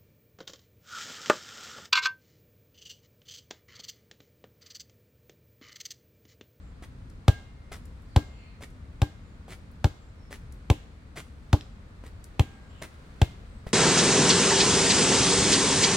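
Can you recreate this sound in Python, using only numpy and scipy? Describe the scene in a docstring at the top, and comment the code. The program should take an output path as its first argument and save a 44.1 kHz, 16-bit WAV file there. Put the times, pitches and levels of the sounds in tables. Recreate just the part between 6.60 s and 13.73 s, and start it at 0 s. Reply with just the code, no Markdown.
"""A basketball hanging on a cord is kicked eight times in a steady rhythm by a man on a forest trail.
Each kick is a leathery slap, a deep thump as the shoe dents the rubber, and a faint ping of the air
inside; undergrowth and trunks scatter it back. Between kicks the cord snaps taut with a dull tug,
and his nylon jacket sleeve rustles. Twigs and dry leaves tick underfoot, and thin birds call over
hissing leaves and a distant rumble."""
import sys
import numpy as np
from scipy import signal
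from scipy.fft import rfft, irfft, next_fast_len
from scipy.io import wavfile
from scipy.ndimage import map_coordinates

SR = 44100
rng = np.random.default_rng(int(sys.argv[2]) if len(sys.argv) > 2 else 0)


def master_out(mix):
    """Clip the mix to full scale and print it as 16-bit PCM to the path in sys.argv[1]."""
    frames = np.transpose(np.atleast_2d(mix))
    ceiling = np.clip(frames, -1, 1)
    pcm = np.round(ceiling * 32767).astype(np.int16)
    wavfile.write(sys.argv[1], SR, pcm)


N = 314433
CONTACT_S = 0.0167  # how long the shoe touches the ball


def kicks():
    """Each kick layers a slap, a thump and a knock, then the rubber shell and the air inside ring on."""
    # (time [s], strength [dB], shoe angle [0 flat, 1 toe], shell ring [dB], ping [dB],
    #  ping tilt [dB/octave], ping sustain [factor])
    blows = [(0.6804, -15.5, 0.4, -40, -40, -8, 1.1), (1.5615, -17, 0.11, -30.5, -42, -11, 1.04),
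             (2.4174, -20.5, 0.29, -34, -43.5, -10, 0.66), (3.243, -19.5, 0, -28, -49, -4, 0.65),
             (4.1002, -18, .95, -25, -52, -24, 1.2), (4.9292, -17.5, 0.05, -27.5, -54, -2, 0.55),
             (5.7948, -19, 1, -32, -58.5, -12, 6.2), (6.616, -17.3, 0.61, -41, -44, 7, 0.34)]
    # modes of the rubber shell: (frequency [Hz], relative level [dB], t60 [s])
    shell_modes = [(229.6, -2.5, 0.083), (296.8, 1.5, 0.15), (374, -1, 0.065), (508, -2, 0.07),
                   (590, -1.5, 0.059), (825, -2.5, 0.079), (1040, -6, 0.055)]
    out, t = np.zeros((2, N)), np.arange(SR) / SR
    for start, db, toe, shell_db, ping_db, tilt_db, sustain in blows:
        slap, slap_all_round = shoe_slap(t, db, toe)
        boom = amp(db + 10) * thump(t - by_shoe(toe, 0.0033, 0.0045))  # the toe sinks in later
        knock = rubber_knock(t, db, toe)
        shell = amp(shell_db) * ring(t - 0.0075, shell_modes, scatter_db=3)
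        ping = air_ping(t, ping_db, tilt_db, sustain)
        body = boom + knock + shell
        all_round = slap_all_round + amp(-5.5) * body + amp(-2.5) * ping
        add(out, start - 0.001, on_trail(slap + body + ping, all_round))
    return out


def shoe_slap(t, db, toe):
    """Shoe on rubber: the flat slaps, the toe cracks. Gives the direct sound and that sent all round."""
    # leathery body of the slap: (frequency [Hz], relative level [dB])
    slap_spectrum = [(150, -22), (400, 8.5), (700, -0.5), (1300, -1), (1600, -2), (1900, -10.5),
                     (3000, -23.5), (9000, -41)]
    # sizzle on top of it: (frequency [Hz], relative level [dB])
    sizzle_spectrum = [(2500, -40), (4500, -14), (5600, -3.5), (7500, -1), (9000, -11), (11500, -12),
                       (13000, -16), (16000, -25)]

    def skin_db(hz):
        slap = amp(by_shoe(toe, 28, 18.5) + along(slap_spectrum, hz))
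        crack = amp(by_shoe(toe, 20, 25.5) + hump(hz, by_shoe(toe, 3380, 2710), focus_db=24.5))
        sizzle = amp(by_shoe(toe, 10, 13) + along(sizzle_spectrum, hz))
        return db + 20 * np.log10(slap + crack + sizzle)

    graze = amp(-8.5) * snap(swell(t, crest_s=0.0013))
    strike = snap(swell(t - 0.0013, crest_s=0.0014), passes=1)
    release_scuff = amp(-18.5) * snap(swell(t - CONTACT_S * 0.676, crest_s=0.0029))
    direct = coloured(graze + strike + release_scuff, skin_db)
    all_round = coloured(1.0 * (t == 0), skin_db)  # summed over all directions, the spectrum is smooth
    return direct, all_round


def thump(t):
    """The shoe dents the ball and lets go; the air feels the acceleration of the dent."""
    stiffness, skew, low_cut_hz = 3.92, 0.85, 56
    progress = np.clip(t / CONTACT_S, 0, 1)
    dent = np.abs(np.sin(np.pi * progress ** skew)) ** stiffness
    push = np.gradient(np.gradient(dent))
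    push = signal.sosfilt(signal.butter(2, low_cut_hz, "high", fs=SR, output="sos"), push)
    return push / np.abs(push).max()


def rubber_knock(t, db, toe):
    """The rubber under the shoe buckles inwards, heavily damped, and flaps back as the ball leaves."""
    thud_db, knock_db = db + by_shoe(toe, -4.5, 7), db + by_shoe(toe, -5, -4)
    # modes of the struck patch: (frequency [Hz], level [dB], t60 [s])
    patch_modes = [(225, thud_db, 0.022), (410, thud_db - 4, 0.018),
                   (520, knock_db - 3, 0.018), (809, knock_db + 5.5, 0.022)]
    buckle = -ring(t - 0.0014, patch_modes, scatter_db=1.5)
    release = swell(t - CONTACT_S * 0.55, crest_s=0.0046)
    flap = amp(knock_db - 9.5) * burst(release, lambda hz: hump(hz, centre_hz=583, focus_db=12.5))
    return buckle + flap


def air_ping(t, db, tilt_db, sustain):
    """The air trapped in the ball rings, wavering as the ball turns in flight."""
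    # air modes: (frequency [Hz], relative level [dB], t60 before the sustain factor [s])
    air_modes = [(795, -1, 0.3), (1614, 6.5, 0.26), (2116, -11, 1.5), (2170, -1, 0.27), (2800, -17, 0.93),
                 (3208, -22, .25)]
    tilt_above_hz = air_modes[1][0]
    modes = [(hz, level + tilt_db * np.log2(max(hz / tilt_above_hz, 1)), t60 * sustain)
             for hz, level, t60 in air_modes]
    flutter_db = 1.9 * wobble(26)[:len(t)]
    return amp(db - 4 + flutter_db) * ring(t - 0.0025, modes, scatter_db=1.5)


def cord_and_sleeve():
    """The cord snaps taut with a dull tug, and his jacket sleeve rustles."""
    # (time [s], rustle length [s], rustle [dB], tug [dB], rustle crest [share of length])
    jerks = [(0.222, 0.033, -48.5, -45, .4), (1.115, 0.057, -43, -42.5, 0), (2.007, 0.046, -45, -43.5, .75),
             (2.88, 0.07, -45.5, -45.5, 0.67), (3.706, 0.057, -45.5, -43.5, 0.4),
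             (4.557, 0.058, -39.5, -52, 0.27), (5.436, 0.05, -56, -44.5, 0.7),
             (6.216, 0.042, -39, -40, .15), (7.065, 0.043, -49.5, -33.5, 0.2)]
    # colour of the tug: (frequency [Hz], relative level [dB])
    tug_spectrum = [(60, 9.5), (150, 1), (350, -4.5), (650, -3), (1500, -19), (5000, -36), (16000, -47)]
    out, t = np.zeros((2, N)), np.arange(SR // 2) / SR
    for start, length, rustle_db, tug_db, crest in jerks:
        rustle = sleeve_rustle(t / length, rustle_db, crest)
        tug = amp(tug_db + 4) * burst(swell(t, crest_s=0.0032), lambda hz: along(tug_spectrum, hz))
        add(out, start, on_trail(rustle + tug, rustle + tug))
    return out


def sleeve_rustle(progress, db, crest):
    """The nylon sleeve swishes: a broad, grainy rasp with a narrow band that stands out at its crest."""
    # colour of the rasp before its tilt: (frequency [Hz], relative level [dB])
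    rasp_spectrum = [(120, 1.5), (400, 4.5), (900, -3), (1400, 1), (2200, -3.5), (3200, -2.5), (6000, -9.5),
                     (9500, -11), (12000, -19.5), (16000, -22)]
    tilt_db_per_octave = -0.62
    rasp_colour = lambda hz: along(rasp_spectrum, hz) + tilt_db_per_octave * np.log2(hz + 1)
    stages = [0, 0.06, np.clip(crest, 0.1, 0.88), 0.9, 1.15]
    swish = np.interp(progress, stages, [0.11, 0.38, 1, 0.41, 0.026])
    grain = amp(4.04 * wobble(356)[:len(progress)])
    rasp = amp(db - 1.2) * burst(swish * grain, rasp_colour)
    band = amp(db - 5) * burst(swish ** 2 * grain, lambda hz: hump(hz, centre_hz=2040, focus_db=113))
    return rasp + band


def litter():
    """Twigs and dry leaves tick as he shifts his feet; the louder the snap, the shorter it is."""
    # (time [s], relative level [dB], centre frequency [Hz])
    ticks = [(0.497, -52, 6000), (1.253, -48, 7500), (1.418, -62.5, 9000), (2.1, -59, 7000),
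             (3.112, -60, 11000), (3.922, -45.5, 7040), (5.009, -30, 3000), (5.641, -37.5, 6400),
             (6.714, -51, 3470)]
    loud_crest_s, loud_db, db_per_doubling = 0.00097, -25, 16
    out, t = np.zeros((2, N)), np.arange(SR // 4) / SR
    for start, db, centre_hz in ticks:
        crest_s = loud_crest_s * 2 ** ((loud_db - db) / db_per_doubling)
        tick = amp(db - 9.5) * burst(swell(t, crest_s), lambda hz: hump(hz, centre_hz, focus_db=11))
        add(out, start, on_trail(tick, amp(-2) * tick))
    return out


def birds():
    """Far birds give thin falling whistles, blurred by their way through the trees."""
    # (time [s], length [s], pitch [Hz], relative level [dB])
    calls = [(0, 0.15, 7360, -72), (1.474, .1, 4520, -66), (1.64, .26, 7230, -70.5),
             (1.675, 0.34, 2540, -58.5), (1.694, .34, 4320, -65), (2.56, .24, 6970, -76),
             (3.36, 0.19, 7450, -72), (3.55, 0.19, 5400, -69), (5.87, .15, 7800, -73),
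             (5.996, 0.35, 7400, -70), (6.079, 0.22, 2950, -58.5), (6.829, .22, 8100, -71)]
    # smear around each whistle: (pitch [Hz], half-width [Hz])
    blur = [(2800, 440), (5400, 80), (7500, 70)]
    fall_hz_per_s = 1100
    out = np.zeros((2, N))
    for start, length, pitch_hz, db in calls:
        n = int(length * SR)
        glide_hz = pitch_hz - fall_hz_per_s * (np.arange(n) / SR - length / 2)
        whistle = np.exp(2j * np.pi * np.cumsum(glide_hz) / SR)
        blur_hz = along(blur, pitch_hz)
        paths = filtered(rng.standard_normal((2, 2, n)), lambda hz: 1 / (1 + (hz / blur_hz) ** 2))
        call = np.real((paths[0] + 1j * paths[1]) * whistle)
        fade = np.sin(np.linspace(0, np.pi, n))
        add(out, start, amp(db - 3.5) * unit(call) * fade)
    return out


def forest():
    """A steady distant rumble under the soft hiss of leaves, which follows the breeze."""
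    # colour of the rumble: (frequency [Hz], relative level [dB])
    rumble_spectrum = [(12, -52), (20, -11.5), (43, -3.5), (70, -0.5), (135, -11.5), (242, -15), (273, -18),
                       (437, -32), (500, -29), (650, -45), (1100, -120)]
    # colour of the leaves: (frequency [Hz], relative level [dB])
    leaf_spectrum = [(200, -14), (450, 2.5), (800, -3), (1300, -1.5), (2100, -6), (3000, -12.5),
                     (4300, -13), (5500, -19.5), (7500, -21), (9500, -23.5), (10700, -33.5), (16000, -32)]
    # rise and fall of the hiss: (time [s], relative level [dB])
    breeze = [(0.0, -61.5), (1.63, -61), (4.29, -61), (6.19, -58.5), (7.13, -59.5)]

    def bed(spectrum):
        noise = diffuse(rng.standard_normal((2, N)))
        return unit(filtered(noise, lambda hz: amp(along(spectrum, hz))))

    hiss_db = np.interp(np.arange(N) / SR, *np.transpose(breeze))
    rumble = amp(-46 + wobble(5.6)) * bed(rumble_spectrum)
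    hiss = amp(hiss_db + 1 + wobble(2.02) / 2) * bed(leaf_spectrum)
    return rumble + hiss


def on_trail(direct, all_round):
    """The direct sound goes straight to the microphone; undergrowth and trunks scatter the rest."""
    # stereo width of the direct sound: (frequency [Hz], side over mid [dB])
    width = [(200, -32), (500, -22), (1000, -20), (3000, -13.5), (5000, -5.5), (8000, -2.5), (14000, 1)]
    # decay of the near and far echoes: (frequency [Hz], t60 [s])
    undergrowth_decay = [(100, 0.19), (500, 0.14), (2500, 0.17), (8000, 0.15), (15000, 0.17)]
    trunk_decay = [(100, 0.8), (700, 0.76), (2500, 0.64), (6000, 0.56), (14000, 0.45)]
    # colour of those echoes: (frequency [Hz], level [dB])
    undergrowth_colour = [(80, -30), (250, -4), (700, -7.5), (2500, -6.5), (7000, -3), (14000, 3)]
    trunk_colour = [(80, -21.5), (250, -25.5), (800, -17), (2500, -15), (7000, -9.5), (14000, -11)]
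    # the microphone's two ports differ in phase
    side = filtered(direct, lambda hz: -1j * amp(along(width, hz)))
    near = echo_tail(undergrowth_decay, undergrowth_colour, onset_s=0.0023)
    far = echo_tail(trunk_decay, trunk_colour, onset_s=0.033)
    echoes = signal.fftconvolve(all_round[None], near + far, axes=1)[:, :len(direct)]
    return np.array([direct + side, direct - side]) + echoes


def echo_tail(decay, colour, onset_s):
    """A stereo echo whose frequencies die at their own speeds."""
    hz, t, noise = signal.stft(rng.standard_normal((2, SR)), SR, nperseg=256)
    t60 = along(decay, hz)[:, None]
    equal_energy = np.sqrt(np.log(10 ** 6) / (t60 * SR))
    gain = amp(along(colour, hz)[:, None] - 60 * t / t60) * equal_energy
    echo = signal.istft(noise * gain, SR, nperseg=256)[1][:, :SR]
    fade_in = 1 - np.exp(-(np.arange(SR) / SR / onset_s) ** 2)
    return diffuse(echo * fade_in)


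def diffuse(pair):
    """Two unrelated signals become a field that is near mono in the bass and wide in the treble."""
    # (frequency [Hz], left-right correlation [-1 to 1])
    likeness = [(60, 0.96), (180, 0.96), (550, 0.46), (1650, -0.21), (4970, 0.1), (15000, -0.074)]
    angle = lambda hz: np.arccos(along(likeness, hz)) / 2
    mid, side = filtered(pair, lambda hz: np.array([np.cos(angle(hz)), np.sin(angle(hz))]))
    return np.array([mid + side, mid - side])


def by_shoe(toe, flat_value, toe_value):
    """Blend a setting from the flat of the shoe (0) to its toe (1)."""
    return np.interp(toe, [0, 1], [flat_value, toe_value])


def ring(t, modes, scatter_db):
    """Damped modes, struck at new strengths; neighbours swing in opposite directions."""
    t = np.maximum(t, 0)
    out = np.zeros(len(t))
    for k, (hz, db, t60) in enumerate(modes):
        envelope = amp(db + scatter_db * rng.standard_normal() - 60 * t / t60)
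        out += (-1) ** k * envelope * np.sin(2 * np.pi * hz * t)
    return out


def snap(envelope, passes=3):
    """A brief noise of energy 1; each pass evens out the holes in its spectrum."""
    x = rng.standard_normal(len(envelope))
    for _ in range(passes):
        spectrum = rfft(x * np.sqrt(envelope))
        x = irfft(spectrum / (np.abs(spectrum) + 1e-9), len(x))
    x = x * np.sqrt(envelope)
    return x / np.linalg.norm(x)


def burst(envelope, level_db):
    """Coloured noise whose rms follows the envelope."""
    x = coloured(envelope * rng.standard_normal(len(envelope)), level_db)
    return x * np.linalg.norm(envelope) / (np.linalg.norm(x) + 1e-12)


def swell(t, crest_s):
    """Rises from t = 0 to 1 at the crest and dies away."""
    u = np.maximum(t, 0) / crest_s
    return (u * np.exp(1 - u)) ** 2


def wobble(rate):
    """A smooth random curve, rate knots a second."""
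    knots = rng.standard_normal(int(N * rate / SR) + 4)
    return map_coordinates(knots, [np.arange(N) * rate / SR])


def coloured(x, level_db, size=2048):
    """Causal filter with the gain level_db(Hz), so that nothing sounds before a blow."""
    cepstrum = irfft(level_db(np.fft.rfftfreq(size, 1 / SR)) * np.log(10) / 20)
    cepstrum[1:size // 2] *= 2
    cepstrum[size // 2 + 1:] = 0
    impulse_response = irfft(np.exp(rfft(cepstrum)))
    return signal.fftconvolve(x, impulse_response)[:len(x)]


def filtered(x, response):
    """Shape the spectrum of x by the gain response(Hz)."""
    n = x.shape[-1]
    size = next_fast_len(n + SR // 4)
    return irfft(rfft(x, size) * response(np.fft.rfftfreq(size, 1 / SR)), size)[..., :n]


def hump(hz, centre_hz, focus_db):
    """A peak in dB that falls by focus_db times the squared distance in octaves, 45 dB at most."""
    return -np.minimum(focus_db * np.log2((hz + 1) / centre_hz) ** 2, 45)


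def along(points, hz):
    """Read a curve of (frequency [Hz], value) points on a log axis."""
    frequencies, values = np.transpose(points)
    return np.interp(np.log(hz + 1), np.log(frequencies), values)


def amp(db):
    """Decibels to gain."""
    return 10 ** (np.asarray(db) / 20)


def unit(x):
    """Scale to rms 1."""
    return x / np.sqrt(np.mean(x ** 2) + 1e-20)


def add(track, start_s, x):
    """Mix x into the track from start_s on."""
    i = max(round(start_s * SR), 0)
    track[..., i:i + x.shape[-1]] += x[..., :N - i]


def scene():
    """Everything on the trail, a little louder on the left."""
    # (frequency [Hz], left over right [dB])
    balance = [(60, 1.5), (500, 1), (1500, 0.5), (5000, -0.2), (9000, 4), (14000, 0.5)]
    mix = kicks() + cord_and_sleeve() + litter() + birds() + forest()
    return filtered(mix, lambda hz: amp(np.outer([0.5, -0.5], along(balance, hz))))


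def record(dry):
    """Cut everything above the microphone's band limit."""
    top_hz = 16200
    return filtered(dry, lambda hz: hz < top_hz)


dry = scene()
out = record(dry)
master_out(out)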